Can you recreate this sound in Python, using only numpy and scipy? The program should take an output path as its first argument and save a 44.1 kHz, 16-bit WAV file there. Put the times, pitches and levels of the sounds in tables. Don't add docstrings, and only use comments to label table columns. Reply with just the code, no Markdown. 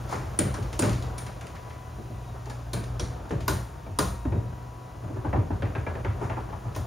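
import sys
import numpy as np
from scipy import signal
from scipy.fft import rfft, irfft, next_fast_len
from scipy.io import wavfile
from scipy.ndimage import uniform_filter1d

SR = 44100
rng = np.random.default_rng(int(sys.argv[2]) if len(sys.argv) > 2 else 0)


def to_wav(s):
    ch = np.atleast_2d(s).T
    pcm = np.round(np.clip(ch, -1, 1) * 32767)
    wavfile.write(sys.argv[1], SR, pcm.astype(np.int16))


N = 302614
TIME_S = np.arange(N) / SR

# (time [s], panel
# boom [dB], skin thud [dB], track ring [dB], bracket rattle [dB], skin note [Hz], boom lag [s], crack [dB],
# crack top [Hz], pin [dB], pin note [Hz], plate [dB], plate note [Hz])
HINGE_SNAPS = [(.124, -36, -32.5, -28, -40, 488, .07, -48, 15000, -48, 6540, -52, 4150),
               (.389, -21, -20, -47, -33, 361, 0.045, -24.5, 14900, -23.5, 8880, -25.5, 7080),
               (.54, -44, -40, -36, -41, 300, 0.038, -36.5, 10900, -39, 5680, -44, 8900),
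               (.791, -19.5, -23.5, -34, -35.5, 329.6, 0.086, -24.5, 14000, -21.5, 8360, -26, 7350),
               (.822, -18, -19.5, -36, -30, 275, .052, -42, 15000, -30, 7000, -31, 5000),
               (.839, -24, -31, -49, -46, 599, .07, -45, 14000, -40, 6600, -46, 5500),
               (1.179, -38, -45, -48, -43.5, 387, 0.057, -33.5, 14860, -33.5, 9970, -45, 6200),
               (2.732, -26, -29.5, -42, -35, 369, 0.039, -29.5, 16000, -37, 9440, -32, 4300),
               (2.995, -25.5, -31, -40, -36.5, 481, 0.085, -30.5, 10000, -30.5, 5750, -30.5, 3370),
               (3.479, -22.5, -24, -21, -30.5, 391, 0.053, -22, 13500, -21, 13000, -25.5, 4910),
               (3.987, -20, -21.5, -19.5, -29, 421, 0.036, -20, 15850, -29, 9220, -22, 4900),
               (6.761, -22, -31.5, -32.5, -46, 396.5, .069, -36.5, 16000, -40, 14000, -39, 6444)]
# (time [s], panel boom [dB], skin thud [dB], track ring [dB], bracket rattle [dB],
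# skin note [Hz], boom lag [s])
ROLLER_KNOCKS = [(.582, -30, -30, -49, -52, 284, 0.043), (1.98, -31, -35, -65, -70, 218, 0.045),
                 (2.1, -30, -38.5, -59, -66, 241, 0.036), (2.461, -38, -39.5, -42, -50, 404, 0.035),
                 (2.498, -42, -38, -37.5, -49, 808, 0.027), (2.765, -30, -33.5, -41, -45, 688, 0.03),
                 (3.305, -22, -26, -36, -36.5, 460, 0.052), (3.32, -26, -27, -48, -45, 329, 0.039),
                 (3.863, -29.5, -37, -46, -50, 648, 0.067), (4.251, -19.5, -26.5, -39, -46.5, 292, 0.073),
                 (4.32, -19, -29, -40, -43.5, 392, 0.064), (4.352, -26, -29, -43, -56, 339, 0.024),
                 (5.03, -28, -37, -58, -68, 298, 0.037), (5.097, -28.5, -31.5, -60, -66, 288, 0.052),
                 (5.159, -28.5, -31.5, -39, -54, 289.5, 0.038), (5.2443, -22, -27, -30.5, -58, 287, 0.041),
                 (5.329, -15, -22, -26.5, -34, 744, 0.066), (5.362, -23.5, -24.5, -30.5, -58, 301, 0.037),
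                 (5.501, -19, -27.5, -31.5, -60, 302, 0.034),
                 (5.621, -20.5, -25.5, -37, -32.5, 556, 0.0283), (5.75, -21, -29.5, -34, -32.5, 649, 0.034),
                 (5.865, -22.5, -28, -31, -35, 655, 0.034), (5.952, -29, -33, -37, -43, 649, 0.019),
                 (6.046, -20.5, -28.5, -31.5, -33.5, 565, 0.046),
                 (6.211, -27, -27.5, -29.5, -44.5, 412, 0.044), (6.296, -28, -31, -29.5, -34, 660, 0.017),
                 (6.367, -32, -33.5, -29.5, -42.5, 408.4, 0.04),
                 (6.524, -35.5, -45, -33.5, -49, 500, 0.025), (6.65, -26, -39, -39.5, -56, 414.5, 0.018)]
# (time [s], level [dB])
HINGE_TICKS = [(.625, -40.5), (.728, -36), (.893, -33), (.93, -36), (1.023, -39), (1.468, -41.5),
               (2.456, -45), (2.497, -38.5), (2.838, -42.5), (3.293, -45), (3.309, -43.5), (3.405, -38.5),
               (6.749, -36.5)]
# (time [s], axle squeal [dB], bracket [dB], track [dB])
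ROLLER_SCRAPES = [(.072, -38, -38.5, -35.5), (.795, -35.5, -40, -31.5), (6.19, -49.5, -45, -38.5)]
SCRAPE_ATTACK_S, SCRAPE_RELEASE_S = 0.053, 0.073

# (frequency [Hz], level [dB])
HINGE_SPECTRUM = [(1600, -9), (2400, -5), (3200, 4), (4000, 6.5), (5000, 3), (6300, 5.5), (9000, 1),
                  (13000, 5.5), (16000, -9)]
# (frequency [Hz], level [dB], t60 [s])
HINGE_PLATE_MODES = [(3127, -8, .16), (3984, -4, .16), (4188, -4, .16), (4667, -6, .22), (4933, -4, .13),
                     (5340, -5, .22), (5679, -4, .22), (6256, -4, .24), (6620, -6, .24), (6780, -4, .2),
                     (7585, -2, .13), (9050, -6, .12)]
# (multiple of pin note [1], level [dB], decay by 60 dB [cycles of pin note])
PIN_MODE_PAIR = [(.97, -2, 2100), (1.01, 0, 2400)]
SPIKE_DB, PLATE_RING_DB, PIN_RING_DB = -1, -20, -19

# (frequency [Hz], level [dB])
PANEL_SPECTRUM = [(28, -40.5), (52, -1.5), (90, 6.5), (135, -0.5), (190, -5), (300, -33)]
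# (frequency [Hz], level [dB])
SKIN_SPECTRUM = [(120, -16.5), (200, -3.5), (290, 0.5), (400, -1), (480, -7.5), (590, -5), (850, -19)]
# (frequency [Hz], level [dB])
TRACK_SPECTRUM = [(430, -13.5), (680, -2), (800, -2), (1030, -0.5), (1280, -3.5), (1900, -13.5)]
# (frequency [Hz], level [dB])
BRACKET_SPECTRUM = [(1000, 0), (1550, 3), (1900, 1), (2400, -1), (3100, -10.5), (4500, -21), (8000, -31)]
# (frequency [Hz], level [dB], t60 [s])
BRACKET_RINGS = [(1230, -17, 0.044), (1490, -1, 0.15), (1637, -2.5, 0.26), (1790, -2, 0.19),
                 (2330, 0.5, 0.083), (2650, -4, 0.088), (3140, -10, 0.14)]
# (frequency [Hz], level [dB], t60 [s])
TRACK_RINGS = [(657, -4, 0.13), (783, -8, 0.31), (873, 8, 0.082), (966, -4.5, 0.23)]
# (frequency [Hz], level [dB], t60 [s])
STRUT_RINGS = [(946, -5, 0.09), (985, 3, 0.073), (1036, -8, 0.27), (1090, -20, 0.31), (1200, -8.5, 0.16),
               (1455, -9, 0.17), (1660, -21, .15), (1827, -25.5, 0.63)]
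# (frequency [Hz], level [dB], rise [s], t60 [s])
SECTION_DRUM_NOTES = [(58, -2.5, 0.087, 0.52), (190.2, -4.5, 0.031, 0.48), (262.2, -7.5, 0.056, 0.32),
                      (419, -13, 0.0074, 0.18), (520, -12, 0.014, 0.3), (593, -7, 0.0094, 0.27)]
CLANK_HZ, CLANK_DB = 1014, 4.5
SECTION_HZ, SECTION_DB, SECTION_FADE_DB_PER_S = 130, 17, 15
REBOUND_S, REBOUND_DB = .033, -11

# (frequency [Hz], level [dB])
TICK_SPECTRUM = [(1800, 5), (3500, 2.5), (5000, 1.5), (6800, 1), (9000, -9.5), (12000, -3.5), (16000, -24)]
TURN_START_S, TURN_S, TURN_DB, TURN_FADE_DB = 1.2645, .144, -39.5, 3
RUB_DB = -43

# (time [s], gear whine [Hz], level [dB])
GEAR_SPEED = [(0, 970, -55), (.8, 946, -74), (1.1, 981, -47.5), (1.4, 978, -54), (1.65, 985, -48),
              (1.83, 995, -49.5), (2.0, 982, -50.5), (2.15, 991, -53), (2.35, 939, -51.5), (2.6, 901, -58),
              (3.75, 929, -52.5), (4.2, 946, -47.5), (4.33, 941, -46.5), (4.46, 973, -49.5),
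              (4.57, 968.4, -48), (4.8, 987.5, -49), (5.1, 994, -49.5), (5.4, 930, -53.5), (6.86, 987, -51)]
# (multiple of the whine [1], level [dB])
GEAR_PARTIALS = [(0.751, -8), (1, 0.5), (1.124, -8), (2, -9)]
# (time [s], level [dB])
WHISTLE_LEVEL = [(0, -75), (1.7, -74), (2.1, -67.5), (2.6, -72), (4.1, -72), (4.27, -61), (4.42, -73),
                 (4.7, -75), (5.02, -70), (5.4, -75), (6.86, -75)]
DULL_DB_PER_OCTAVE_S = 1.1
USUAL_WHINE_HZ, MAINS_DB, DOUBLE_DB, MAINS_DB_PER_PERCENT = 930, -39.5, -37, -0.77
STRAIN_DB, STRAIN_S = 7, 0.18

# (time [s], rumble [dB], hiss [dB])
ROLL_LEVELS = [(0, -36, -50), (.9, -35, -51.5), (1.3, -37.5, -53.5), (2.2, -42, -53.5), (3, -37.5, -55),
               (3.7, -41, -55), (4.9, -41.5, -55.5), (5.8, -37.5, -54.5), (6.86, -37.5, -54)]
# (frequency [Hz], relative density [dB])
RUMBLE_SPECTRUM = [(25, -40), (45, 9), (85, 12.5), (150, 5), (220, -1), (300, -0.5), (430, -2), (560, -2.5),
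                   (740, -0.5), (880, -6), (1080, -5), (1600, -11), (2200, -24.5), (4000, -27.5)]
# (frequency [Hz], relative density [dB])
HISS_SPECTRUM = [(1200, 1), (2500, 8.5), (4000, 2), (6500, 4.5), (9000, -4.5), (12000, 5), (16000, -6)]

# (frequency [Hz], side minus mid [dB])
SIDE_WIDTH = [(60, -21), (110, -17.5), (200, -10.5), (380, -5.5), (700, -3), (1290, -4.5), (2380, -10),
              (4400, -16.5), (9000, -22), (14000, -20)]
# (frequency [Hz], gain [dB])
RIGHT_GAIN = [(1, -.5), (60, -.5), (250, -1), (900, -1.8), (4400, -.5), (22050, -.2)]
# (frequency [Hz], gain [dB])
MIC_RESPONSE = [(20, 0.5), (6500, -4), (7800, -0.5), (8900, 5), (9600, 2), (10600, -12.5), (12000, -14),
                (13400, -8.5), (15300, -3), (16000, 1)]
# (frequency [Hz], lead of the left [rad])
PORT_LEAD = [(6600, 0), (7240, 1.2), (7800, 2.8), (8400, 3.2), (9220, 1.5), (10400, 0), (13400, 0),
             (14800, -1), (16000, -2.5)]
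TOP_HZ = 15900


def undb(db):
    return 10 ** (np.asarray(db) / 20)


def curves(table):
    s, *columns = np.transpose(table)
    return [np.interp(TIME_S, s, c) for c in columns]


def response(points, size):
    hz, db = np.transpose(points)
    f = np.maximum(np.fft.rfftfreq(size, 1 / SR), 1)
    octaves_out = np.maximum(np.log2(hz[0] / f), 0) + np.maximum(np.log2(f / hz[-1]), 0)
    gain_db = np.interp(np.log(f), np.log(hz), db) - 18 * np.minimum(octaves_out, 3)
    cepstrum = irfft(np.log(undb(gain_db)), size)
    cepstrum[1:size // 2] *= 2
    cepstrum[size // 2 + 1:] = 0
    return np.exp(rfft(cepstrum))


def colour(x, points, keep_power=False):
    size = 2 * next_fast_len(x.shape[-1] // 2 + 4096)
    h = response(points, size)
    if keep_power:
        h = h / np.sqrt(np.mean(abs(h) ** 2))
    return irfft(rfft(x, size) * h, size)[..., :x.shape[-1]]


def walk(rate_hz):
    k = max(int(SR / rate_hz), 2)
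    steps = rng.standard_normal(4096)[np.arange(N) // k % 4096]
    return 1.3 * uniform_filter1d(uniform_filter1d(steps, k), k)


def add(out, s, sound):
    i = max(int(s * SR), 0)
    out[..., i:i + sound.shape[-1]] += sound[..., :N - i]


def soft_onset(t, rise_s):
    return 1 - np.exp(-(t / rise_s) ** 2)


def shake(blows, spectrum, rise_s, fall_s, room_db, room_t60, chatter_db, vary_db, escape_db_per_s):
    out, t = np.zeros((2, N)), np.arange(SR // 2) / SR
    onset = soft_onset(t, rise_s)
    hz, part_db = np.transpose(spectrum)
    places_hz = np.geomspace(hz[0], hz[-1], 16)
    places_db = np.interp(np.log(places_hz), np.log(hz), part_db)
    for s, db in blows:
        contact = undb(chatter_db * np.repeat(rng.standard_normal(len(t)), 64)[:len(t)])
        burst = contact / np.sqrt(np.mean(contact ** 2)) * np.exp(-t / fall_s)
        tail = undb(room_db - escape_db_per_s * s - 60 * t / room_t60)
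        envelope = onset * np.hypot(burst, tail)
        favoured_db = places_db + vary_db * rng.standard_normal(len(places_hz))
        noise = envelope * rng.standard_normal((2, len(t)))
        sound = colour(noise, np.column_stack([places_hz, favoured_db]))
        level = np.sqrt(np.sum(envelope ** 2) / np.sum(sound ** 2, axis=1, keepdims=True))
        add(out, s, undb(db) * sound * level)
    return out


def modes(blows, table, db_gain, detune, vary_db, rise_s):
    out, t = np.zeros((2, N)), np.arange(SR // 4) / SR
    hz, mode_db, t60 = np.transpose(table)[:, :, None]
    decay = soft_onset(t, rise_s) * undb(mode_db - 60 * t / t60)
    for s, db in blows:
        shift, strength, side = rng.standard_normal((3, len(hz)))
        ring = decay * np.sin(2 * np.pi * hz * (1 + detune * shift[:, None]) * t)
        mid_side = np.array([undb(vary_db * strength), side])
        add(out, s, undb(db + db_gain) * mid_side @ ring)
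    return out


def clang(blows, db_gain, rise_s, t60, split=0.0726):
    out, t = np.zeros(N), np.arange(SR // 2) / SR
    envelope = soft_onset(t, rise_s) * undb(-60 * t / t60)
    for (s, db, hz), chance in zip(blows, rng.standard_normal(len(blows))):
        partner_hz = hz * (1 + split * chance)
        pair = np.sin(2 * np.pi * hz * t) + .5 * np.cos(2 * np.pi * partner_hz * t)
        add(out, s, undb(db + db_gain) * envelope * pair)
    return out


def hinges():
    out = np.zeros((2, N))
    for s, *_, db, top_hz, pin_db, pin_hz, plate_db, plate_hz in HINGE_SNAPS:
        reached = [(hz, part_db - 10 * np.log10(1 + (hz / top_hz) ** 8)) for hz, part_db in HINGE_SPECTRUM]
        out += shake([(s, db)], reached, rise_s=0.0018, fall_s=0.0077, room_db=-8, room_t60=0.46,
                     chatter_db=4, vary_db=1.2, escape_db_per_s=0)
        out += shake([(s, db + SPIKE_DB)], reached, rise_s=.0006, fall_s=.003, room_db=-30, room_t60=.2,
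                     chatter_db=3, vary_db=1.2, escape_db_per_s=0)
        out += modes([(s, db)], HINGE_PLATE_MODES, db_gain=PLATE_RING_DB, detune=.002, vary_db=2, rise_s=.001)
        pin = [(pin_hz / 1.2, -20), (pin_hz, 0), (pin_hz * 1.16, -20)]
        out += shake([(s, pin_db)], pin, rise_s=.0005, fall_s=0.0068, room_db=-13, room_t60=0.42,
                     chatter_db=4, vary_db=1, escape_db_per_s=0)
        pin_modes = np.array(PIN_MODE_PAIR) * [pin_hz, 1, 1 / pin_hz]
        out += modes([(s, pin_db)], pin_modes, db_gain=PIN_RING_DB, detune=.002, vary_db=1, rise_s=.001)
        plate = [(plate_hz / 1.12, -20), (plate_hz, 0), (plate_hz * 1.12, -20)]
        out += shake([(s, plate_db)], plate, rise_s=.0006, fall_s=0.007, room_db=-20, room_t60=0.3,
                     chatter_db=4, vary_db=1, escape_db_per_s=0)
    return out


def door():
    blows = np.vstack([np.array(HINGE_SNAPS)[:, :7], ROLLER_KNOCKS])
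    s, boom_db, thud_db, ring_db, rattle_db, note_hz, lag_s = blows.T
    snap = np.arange(len(s)) < len(HINGE_SNAPS)
    out = track_rings(np.column_stack([s, ring_db]), snap)
    out += bracket_rattles(np.column_stack([s, rattle_db]), snap)
    out += skin_notes(np.column_stack([s, thud_db]), snap, note_hz, lag_s)
    return out + panel_booms(np.column_stack([s, boom_db]), snap, lag_s)


def panel_booms(panel, snap, lag_s):
    out = shake(panel[snap], PANEL_SPECTRUM, rise_s=0.016, fall_s=0.028, room_db=-3.5, room_t60=0.68,
                chatter_db=5, vary_db=1.5, escape_db_per_s=0.5)
    out += undb(-1.5) * shake(panel[~snap], PANEL_SPECTRUM, rise_s=0.016, fall_s=0.026, room_db=-5.5,
                              room_t60=0.6, chatter_db=4, vary_db=1.5, escape_db_per_s=0.3)
    waves = np.column_stack([panel, lag_s])
    out[0] += flex(waves[snap], db_gain=-6.0, length_s=0.035, pitch_hz=118.9, glide_per_s=2.6)
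    out[0] += flex(waves[~snap], db_gain=0.5, length_s=0.017, pitch_hz=103.05, glide_per_s=7.83)
    return out


def flex(blows, db_gain, length_s, pitch_hz, glide_per_s):
    out, t = np.zeros(N), np.arange(SR // 4) / SR
    for (s, db, lag_s), tight in zip(blows, rng.standard_normal(len(blows))):
        u = t - lag_s
        hz = pitch_hz * np.exp(0.085 * tight - glide_per_s * u)
        swell = np.exp(-(u / length_s) ** 2) * np.minimum(t / lag_s, 1)
        add(out, s, undb(db + db_gain) * swell * np.sin(2 * np.pi * np.cumsum(hz) / SR))
    return out


def skin_notes(skin, snap, note_hz, lag_s):
    out = undb(-2) * shake(skin, SKIN_SPECTRUM, rise_s=0.0032, fall_s=0.015, room_db=-4, room_t60=0.5,
                           chatter_db=2.0, vary_db=1.0, escape_db_per_s=0)
    notes = np.column_stack([skin, note_hz])
    out[0] += clang(notes, db_gain=-0.5, rise_s=0.009, t60=0.16)
    out[0] += thud(np.column_stack([notes, lag_s]), db_gain=-4.5, rise_s=0.0015, end_hz=161.8, hold=0.81)
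    for hz, note_db, rise_s, t60 in SECTION_DRUM_NOTES:
        out[0] += clang([(at, db, hz) for at, db in skin[snap]], note_db, rise_s, t60)
    upright = [(at, db - SECTION_FADE_DB_PER_S * at, SECTION_HZ) for at, db in skin]
    out[0] += clang(upright, db_gain=SECTION_DB, rise_s=.11, t60=0.45, split=0.0062)
    return out


def thud(blows, db_gain, rise_s, end_hz, hold):
    out, t = np.zeros(N), np.arange(SR // 6) / SR
    for s, db, note_hz, lag_s in blows:
        progress = np.minimum(t / lag_s, 1) ** 1.308
        hz = note_hz * (end_hz / note_hz) ** progress
        envelope = soft_onset(t, rise_s) * np.exp(-(t / (hold * lag_s)) ** 2)
        add(out, s, undb(db + db_gain) * envelope * np.sin(2 * np.pi * np.cumsum(hz) / SR))
    return out


def track_rings(track, snap):
    out = undb(-0.5) * shake(track[snap], TRACK_SPECTRUM, rise_s=0.0024, fall_s=0.0069, room_db=-2,
                             room_t60=0.53, chatter_db=-10, vary_db=3.5, escape_db_per_s=1.5)
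    out += shake(track[~snap], TRACK_SPECTRUM, rise_s=0.0038, fall_s=0.0052, room_db=-2.0, room_t60=0.32,
                 chatter_db=5.5, vary_db=4.0, escape_db_per_s=0.5)
    out += modes(track[~snap], TRACK_RINGS, db_gain=-0.5, detune=0.0197, vary_db=0.5, rise_s=0.0074)
    out += modes(track[snap], STRUT_RINGS, db_gain=-0.5, detune=0.0084, vary_db=-0.5, rise_s=0.0021)
    clanks = [(at, db, CLANK_HZ) for at, db in track[snap]]
    out[0] += clang(clanks, db_gain=CLANK_DB, rise_s=0.0028, t60=0.036)
    return out


def bracket_rattles(bracket, snap):
    out = shake(bracket[snap], BRACKET_SPECTRUM, rise_s=0.00091, fall_s=0.013, room_db=0.0, room_t60=0.6,
                chatter_db=9.0, vary_db=3.0, escape_db_per_s=2.5)
    rattles = np.vstack([bracket[~snap], bracket[~snap] + [REBOUND_S, REBOUND_DB]])
    out += undb(2) * shake(rattles, BRACKET_SPECTRUM, rise_s=.0006, fall_s=.008, room_db=-10, room_t60=.5,
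                           chatter_db=3, vary_db=2, escape_db_per_s=0)
    return out + modes(bracket, BRACKET_RINGS, db_gain=-9.0, detune=0.0144, vary_db=5, rise_s=0.0016)


def ticks(turn_count):
    turns = [(TURN_START_S + k * TURN_S, TURN_DB - k * TURN_FADE_DB) for k in range(turn_count)]
    all_ticks = list(HINGE_TICKS) + turns
    out = shake(all_ticks, TICK_SPECTRUM, rise_s=0.00053, fall_s=0.0084, room_db=-7.0, room_t60=0.5,
                chatter_db=2.5, vary_db=1.5, escape_db_per_s=0.5)
    rubs = [(s, RUB_DB) for s, _ in turns]
    return out + shake(rubs, BRACKET_SPECTRUM, rise_s=.004, fall_s=.022, room_db=-7, room_t60=.5,
                       chatter_db=4, vary_db=2, escape_db_per_s=0)


def scrape(grit_db):
    start_s, *levels = np.transpose(ROLLER_SCRAPES)
    t = TIME_S - start_s[:, None]
    attack = np.clip(t / SCRAPE_ATTACK_S, 0, 1)
    release = np.exp(-np.maximum(t - SCRAPE_ATTACK_S, 0) / SCRAPE_RELEASE_S)
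    slips = undb(grit_db * walk(300)) * rng.standard_normal((2, N))
    out = np.zeros((2, N))
    for spectrum, db in zip((TICK_SPECTRUM, BRACKET_SPECTRUM, TRACK_SPECTRUM), levels):
        strength = undb(db) @ (attack * release)
        out += colour(strength * slips, spectrum, keep_power=True)
    return out


def opener():
    whine_hz, whine_db = curves(GEAR_SPEED)
    extra_percent = 100 * (whine_hz / USUAL_WHINE_HZ - 1)
    mains_db = MAINS_DB + MAINS_DB_PER_PERCENT * extra_percent + 3.5 * walk(8.3)
    double_db = DOUBLE_DB + STRAIN_DB * np.exp(-(TIME_S / STRAIN_S) ** 2) + 3.34 * walk(10)
    out = np.zeros((2, N))
    out[0] += undb(mains_db) * np.sin(2 * np.pi * 57.5 * TIME_S + 1.2 * walk(8))
    out[0] += undb(double_db) * np.sin(2 * np.pi * 119.7 * TIME_S + 0.46 * walk(17))
    whine_db = whine_db + .8 * walk(70)
    phase = 2 * np.pi * np.cumsum(whine_hz * (1 + .003 * walk(25))) / SR
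    for order, partial_db in GEAR_PARTIALS:
        db = whine_db + partial_db - DULL_DB_PER_OCTAVE_S * np.log2(order) * TIME_S
        for channel in out:
            channel += undb(db + 1.2 * walk(16)) * np.sin(order * phase + .6 * walk(11))
    whistle_db, = curves(WHISTLE_LEVEL)
    out[0] += undb(whistle_db + 3.5 * walk(22)) * np.sin(4 * phase + 1.2 * walk(45))
    return out


def rolling(grit_db, surge_db):
    rumble_db, hiss_db = curves(ROLL_LEVELS)
    bumps = undb(grit_db * walk(130) + surge_db * walk(13))
    bumps = bumps / np.sqrt(np.mean(bumps ** 2))
    rumble = colour(bumps * rng.standard_normal((2, N)), RUMBLE_SPECTRUM, keep_power=True)
    hiss = colour(rng.standard_normal((2, N)), HISS_SPECTRUM, keep_power=True)
    return undb(rumble_db) * rumble + undb(hiss_db) * hiss


def scene():
    blows = hinges() + door() + ticks(turn_count=4) + scrape(grit_db=0.5)
    drive = opener() + rolling(grit_db=1.7, surge_db=.9)
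    mid, side = blows + drive
    side = colour(side, SIDE_WIDTH)
    return np.array([mid + side, colour(mid - side, RIGHT_GAIN)])


def record(dry):
    left, right = colour(dry, MIC_RESPONSE)
    size = 2 * next_fast_len(N // 2 + 4096)
    lag_rad = np.interp(np.fft.rfftfreq(size, 1 / SR), *np.transpose(PORT_LEAD))
    right = irfft(rfft(right, size) * np.exp(-1j * lag_rad), size)[:N]
    top_cut = signal.ellip(8, .2, 70, TOP_HZ, fs=SR, output="sos")
    return signal.sosfilt(top_cut, np.array([left, right]))


dry = scene()
out = record(dry)
to_wav(out)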